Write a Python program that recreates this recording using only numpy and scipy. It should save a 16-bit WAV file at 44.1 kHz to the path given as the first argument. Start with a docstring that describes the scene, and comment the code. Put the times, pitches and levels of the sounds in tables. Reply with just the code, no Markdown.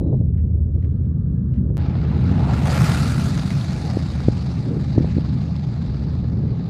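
"""A far-off rocket rumbles and rolls in the open air, with a few dull thumps and faint camera handling.
After a brief dropout a fluttering hiss cuts in, swells, brightens and slowly fades, with sharp ticks.
The exhaust is three bands of levelled noise; thumps are rounded push-pull pressure fronts.
The hiss is noise in 22 bands, each rising and falling by its own law; clicks are dying noise scuffs."""
import sys
import numpy as np
from scipy import signal
from scipy.fft import rfft, irfft, next_fast_len
from scipy.io import wavfile
from scipy.ndimage import uniform_filter1d, minimum_filter1d

SR = 44100
rng = np.random.default_rng(int(sys.argv[2]) if len(sys.argv) > 2 else 0)


def generate_wav(sig):
    """Save sig (samples, or channels by samples) to the path in sys.argv[1] as 16-bit PCM at SR."""
    pcm = np.round(np.clip(np.atleast_2d(sig).T, -1, 1) * 32767).astype(np.int16)
    wavfile.write(sys.argv[1], SR, pcm)


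N = 295029
TIME = np.arange(N) / SR   # [s]
FFT_SIZE = next_fast_len(N, real=True)
BIN_HZ = np.maximum(np.fft.rfftfreq(FFT_SIZE, 1 / SR), 1)
# silent instant: (start [s], end [s])
DROPOUT_SPAN_S = (1.7705, 1.779)


def from_db(db):
    """Decibels to amplitude gain."""
    return 10 ** (np.asarray(db) / 20)


def rms_one(x):
    """Scale to unit rms."""
    return x / np.sqrt(np.mean(x ** 2) + 1e-20)


def in_time(rows):
    """Interpolate each column of a (time, value, ...) table to a control signal."""
    time_s, *columns = np.transpose(rows)
    return [np.interp(TIME, time_s, column) for column in columns]


def spectrum_db(points):
    """Spectrum on the FFT grid, log-frequency interpolation, falling 30 dB/octave further past its ends."""
    hz, db = np.transpose(points)
    octaves_outside = np.abs(np.log2(BIN_HZ / np.clip(BIN_HZ, hz[0], hz[-1])))
    return np.interp(np.log(BIN_HZ), np.log(hz), db) - 30 * octaves_outside


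def filtered(x, gain):
    """Weight a signal by a gain per frequency bin."""
    return irfft(rfft(x, FFT_SIZE) * gain, FFT_SIZE)[:N]


def noise(shape_db):
    """Gaussian noise of a given colour, rms 1."""
    white = rng.standard_normal(FFT_SIZE)
    return rms_one(filtered(white, from_db(shape_db)))


def wobble(rate_hz, width_hz):
    """Narrow-band noise around one rate, rms 1: a random sway or an unsteady tone."""
    return noise(-20 * np.log10(1 + ((BIN_HZ - rate_hz) / width_hz) ** 2))


def steadied(x, size):
    """Even out the level over about `size` samples, keeping the quicker lumps."""
    power = uniform_filter1d(uniform_filter1d(x ** 2, size), size)
    return x / np.sqrt(power + 1e-9)


def bell(x, centre, half_width):
    """Gaussian bump of height 1, down to 1/e at half_width."""
    return np.exp(-((x - centre) / half_width) ** 2)


def bumps(rows):
    """Summed gain of smooth swells: (time [s], half length [s], level [dB])."""
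    return sum(from_db(db) * bell(TIME, time_s, half_s) for time_s, half_s, db in rows)


def passing_db(closest_s, rise_s, fall_s, power):
    """Level of a source that nears and recedes, relative to its closest point."""
    distance = np.hypot(1, (TIME - closest_s) / np.where(TIME < closest_s, rise_s, fall_s))
    return -20 * power * np.log10(distance)


def resonances_db():
    """Narrow lifts that give the hiss and the open air a faintly whistling colour."""
    # resonances: (centre [Hz], width [Hz], lift [dB])
    peaks = [(836, 48, 6.5), (1200, 190, 4), (1677, 18, 6.5), (2300, 99, 0.5)]
    return sum(lift_db / (1 + (2 * (BIN_HZ - hz) / width_hz) ** 2) for hz, width_hz, lift_db in peaks)


def rumble(deep_db, body_db, gust_db, lumpy_db):
    """Large eddies in the plume make the deep roll; smaller ones come in bursts above it."""
    # exhaust roll, before trims: (time [s], deep eddies [dB], smaller eddies [dB], gusty upper edge [dB])
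    roll_levels = [(0.0, -18, -19.5, -39.5), (0.19, -16, -17.0, -43.5), (0.49, -12.0, -24.5, -35),
                   (1.4, -20, -17.0, -38.5), (1.66, -16, -19, -33), (2.0, -18.5, -17.5, -30.5),
                   (2.27, -15, -14.5, -27.5), (2.38, -17, -15, -28), (3.17, -19.5, -15, -30.0),
                   (3.48, -25, -18, -35), (3.86, -23.5, -20.5, -32.5), (4.24, -20, -19.5, -35.5),
                   (4.72, -26.5, -18.5, -35.5), (5.07, -18.5, -18.0, -36.5), (5.71, -24.5, -19.5, -37.5),
                   (5.9, -21, -21, -35), (6.46, -20, -17.5, -30), (6.69, -35, -21, -35.5)]
    # relative spectrum of the deep eddies: (frequency [Hz], level [dB])
    deep_colour = [(18, -48.5), (30, -28.5), (45, -14.5), (60, -3.5), (82, 4), (100, -6.5), (125, -6.5),
                   (170, -44.5)]
    # relative spectrum of the smaller eddies: (frequency [Hz], level [dB])
    body_colour = [(70, -45), (100, -4.5), (125, 5), (165, 2.5), (210, -4), (260, -12.5), (330, -32.5),
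                   (480, -50)]
    # relative spectrum of the gusty edge: (frequency [Hz], level [dB])
    gust_colour = [(170, -9.5), (260, 4), (340, -2), (430, -6.5), (550, -13), (720, -27), (1000, -37.5),
                   (2000, -64)]
    # short swells of the smaller eddies, before trim: (time [s], half length [s], level [dB])
    swells = [(1.59, 0.042, -25.5), (2.83, 0.022, -12.5), (3.56, 0.054, -27), (5.36, 0.028, -17)]
    # flurries of buffeting at the top, before trim: (time [s], half length [s], level [dB])
    flurries = [(.06, 0.14, -24.5), (4.72, 0.072, -26.5), (5.0, 0.034, -24.5)]

    deep, body, gust = in_time(roll_levels)
    roll = from_db(deep + deep_db) * steadied(noise(spectrum_db(deep_colour)), size=3600)

    body_gain = from_db(body_db) * (from_db(body) + bumps(swells))
    roar = body_gain * steadied(noise(spectrum_db(body_colour)), size=4000)

    bursts = noise(spectrum_db(gust_colour)) * from_db(lumpy_db * wobble(rate_hz=12, width_hz=17))
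    gust_gain = from_db(gust_db) * (from_db(gust) + bumps(flurries))
    return roll + roar + gust_gain * steadied(bursts, size=3000)


def thumps(level_db):
    """Pressure fronts rounded by distance: one push and one pull each."""
    # fronts, before trim and colouring: (time [s], peak [dB], centre [Hz])
    fronts = [(0.013, -15, 241), (.049, -26, 290), (0.129, -17, 306), (0.143, -15.5, 226),
              (.148, -20.5, 289), (.213, -20.5, 217), (1.7036, -23, 284.3), (2.3158, -14, 128.8),
              (3.972, -9, 235), (4.2853, -3, 233), (4.9801, -5.5, 284), (4.983, -9, 140),
              (5.008, -14.5, 135), (5.046, -12.5, 342), (5.169, -12.5, 135), (5.181, -15, 188.7),
              (5.1847, -12.5, 199)]
    # dulled by distance, thinned by the microphone's low cut: (frequency [Hz], gain [dB])
    loss = [(25, -19.5), (90, 16), (550, -3), (800, -8), (1300, -15.5)]

    out = np.zeros(FFT_SIZE)
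    for time_s, peak_db, hz in fronts:
        near = np.flatnonzero(np.abs(TIME - time_s) < 2 / hz)
        phase = 2 * np.pi * hz * (TIME[near] - time_s)
        front = -np.tanh(phase) / np.cosh(phase) ** 2
        out[near] += from_db(peak_db + level_db) * front / np.abs(front).max()
    return filtered(out, from_db(spectrum_db(loss)))


def background(level_db, hiss_db):
    """Faint, dull wash of the open air over the microphone's own white hiss."""
    # open air, before trim: (time [s], level [dB])
    air_levels = [(0, -72.5), (.3, -73.5), (.55, -71.5), (.85, -65.5), (1.2, -63.5), (1.72, -62)]
    # relative spectrum of the open air: (frequency [Hz], level [dB])
    air_colour = [(500, -4.5), (1000, 4), (1300, 3), (1680, 1.5), (1950, -13.5), (2700, -20), (3600, -12.5),
                  (5000, -20), (7500, -39.5), (15000, -33)]
    level, = in_time(air_levels)
    wash = from_db(level + level_db) * noise(spectrum_db(air_colour) + resonances_db())
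    return wash + from_db(hiss_db) * rng.standard_normal(N)


def whistle(level_db, fade_s, hz, width_hz):
    """Thin, unsteady tone that dies away from the start: narrow-band noise."""
    return from_db(level_db) * bell(TIME, 0, fade_s) * wobble(hz, width_hz)


def clicks(rows, level_db, t60_s, spread):
    """Short dying scuffs of noise, each in a band from centre / spread to centre * spread."""
    out = np.zeros(N)
    age_s = TIME[:SR // 10]
    for time_s, peak_db, hz in rows:
        scuff = rng.standard_normal(len(age_s)) * np.exp(-np.log(1000) * age_s / t60_s)
        band = signal.butter(2, [hz / spread, hz * spread], "band", fs=SR, output="sos")
        scuff = signal.sosfilt(band, scuff)
        start = round(time_s * SR)
        out[start:start + len(age_s)] += from_db(peak_db + level_db) * scuff / np.abs(scuff).max()
    return out


def handling_clicks():
    """Faint clicks of the camera being handled: broad noise scuffs."""
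    # clicks, before trim: (time [s], peak [dB], centre [Hz])
    click_rows = [(.347, -53, 1500), (.373, -60, 2000), (.380, -50, 1550), (.397, -53.5, 1600),
                  (.754, -63, 2800), (.785, -58, 2800), (.825, -53, 1614), (.845, -49, 1680),
                  (1.054, -58, 2500), (1.538, -53, 2120), (1.56, -53, 1720), (1.58, -51, 1525)]
    return clicks(click_rows, level_db=1.5, t60_s=0.041, spread=1.5)


def rustle(hz, width_hz, grain_db):
    """Fingers shifting on the camera: a faint scrape, noise with a fast random grain."""
    # shifts around the handling clicks: (time [s], half length [s], level [dB])
    shifts = [(.835, .045, -72), (.95, .07, -73), (1.56, .035, -67)]
    grain = from_db(grain_db * wobble(rate_hz=50, width_hz=80))
    return bumps(shifts) * rms_one(wobble(hz, width_hz) * grain)


def rush(level_db, patchy_db):
    """Hiss like something rushing past: swells fast, brightest at its peak, dulls as it slowly fades."""
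    # relative spectrum: (frequency [Hz], level [dB])
    hiss_colour = [(300, -29.5), (480, 0.5), (680, 3.5), (1000, -3.5), (1150, -5.5), (1500, -7),
                   (1900, -7.5), (2300, -9), (3200, -14.5), (3900, -6.5), (4800, -5), (5400, -11.5),
                   (6800, -14.5), (9500, -23), (15000, -42)]
    # rise and fall by band, before trim:
    # (frequency [Hz], peak [dB], rise [s], fall [s], power of distance by which it weakens [-])
    pass_laws = [(830, -30, 0.048, 0.066, 0.48), (1620, -26.5, 0.078, 0.15, 0.78),
                 (2980, -26, 0.11, 0.22, 0.9), (4350, -35.5, 0.08, 0.45, 0.79),
                 (8000, -29, 0.11, 0.52, 1.795), (12900, -21, 0.13, 0.53, 2.7)]
    # surges and lulls: (time [s], half length [s], change [dB], centre [Hz], half width [octaves])
    surge_rows = [(1.864, 0.037, 5.5, 4460, 0.54), (2.442, 0.1, 8.5, 840, 0.52),
                  (2.65, 0.095, 4, 695, 0.77), (2.92, .07, 2.5, 3000, 4.5), (3.55, 0.059, 1, 1420, 0.25),
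                  (3.906, .09, 7, 800, 0.31), (4.763, 0.085, -4, 4000, 1.1), (5.15, 0.11, 3, 2300, 0.68),
                  (6.356, 0.18, -5, 3800, 2), (6.548, .12, -6, 9000, .6)]

    white = rng.standard_normal(FFT_SIZE)
    colour = rms_one(from_db(spectrum_db(hiss_colour) + resonances_db()))
    centres_hz = np.geomspace(500, 14000, 22)
    law_hz, *laws = np.transpose(pass_laws)
    surges = [(db * bell(TIME, time_s, half_s), np.log2(hz), octaves)
              for time_s, half_s, db, hz, octaves in surge_rows]

    out = np.zeros(N)
    for share, hz in zip(np.eye(len(centres_hz)), centres_hz):
        # triangular bands on a log axis; together they pass the whole colour
        band_gain = np.interp(np.log(BIN_HZ), np.log(centres_hz), share)
        band = filtered(white, colour * band_gain)
        peak_db, rise_s, fall_s, power = [np.interp(np.log(hz), np.log(law_hz), law) for law in laws]
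        level = peak_db + passing_db(2.765, rise_s, fall_s, power)
        level = level + sum(surge * bell(np.log2(hz), centre, octaves)
                            for surge, centre, octaves in surges)
        # turbulent air lets every band come and go by itself
        out += band * from_db(level + patchy_db * wobble(rate_hz=0, width_hz=14))
    return from_db(level_db) * out


def howl(level_db, hz, width_hz, peak_s, rise_s, fall_s, power):
    """Hollow, breathy band of noise that trails the swell."""
    level = level_db + passing_db(peak_s, rise_s, fall_s, power)
    return from_db(level) * wobble(hz, width_hz)


def flutter(beat_db, shiver_db):
    """Gain that opens after the dropout and flutters about 23 times a second, with a finer shiver."""
    beat = beat_db * wobble(rate_hz=22.9, width_hz=0.86)
    shiver = shiver_db * wobble(rate_hz=57, width_hz=110)
    return from_db(beat + shiver) * (TIME > DROPOUT_SPAN_S[1])


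def hiss_ticks():
    """Sharp ticks inside the hiss: very short noise scuffs in narrower bands."""
    # ticks, before trim: (time [s], peak [dB], centre [Hz])
    tick_rows = [(2.918, -27, 4420), (3.395, -26.5, 4170), (3.611, -30.5, 3720), (4.844, -42, 3980),
                 (5.563, -38, 4200)]
    return clicks(tick_rows, level_db=1.5, t60_s=0.02, spread=1.24)


def limited(x, size):
    """Limiter: turns the gain down smoothly, over `size` samples, around peaks near full scale."""
    ceiling = .94
    gain = ceiling / np.maximum(np.abs(x), ceiling)
    held = minimum_filter1d(gain, 2 * size + 1)
    return x * uniform_filter1d(uniform_filter1d(held, size), size)


def scene():
    """Rumble, thumps and hiss from far away, small clicks close by, over faint open air."""
    rocket = rumble(deep_db=-4.0, body_db=-3.5, gust_db=-2.5, lumpy_db=2.5) + thumps(level_db=-1.0)
    air = background(level_db=-0.5, hiss_db=-83.0)
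    air = air + whistle(level_db=-75, fade_s=0.23, hz=3900, width_hz=120)
    hands = handling_clicks() + rustle(hz=2200, width_hz=2100, grain_db=4.5)
    hiss = rush(level_db=0.14, patchy_db=1.7)
    hiss = hiss + howl(level_db=-37.5, hz=1375, width_hz=96, peak_s=2.94,
                       rise_s=0.29, fall_s=0.28, power=1.72)
    hiss = hiss * flutter(beat_db=0.76, shiver_db=1.81)
    return (rocket + air + hands + hiss + hiss_ticks())[None]


def record(dry):
    """Peaks are limited, the sound drops out for an instant, and the top is cut at 15.4 kHz."""
    live = (TIME < DROPOUT_SPAN_S[0]) | (TIME > DROPOUT_SPAN_S[1])
    # order 10, 0.1 dB ripple, 80 dB stop band
    low_pass = signal.ellip(10, .1, 80, 15400, fs=SR, output="sos")
    return signal.sosfilt(low_pass, limited(dry, size=200) * live)


dry = scene()
out = record(dry)
generate_wav(out)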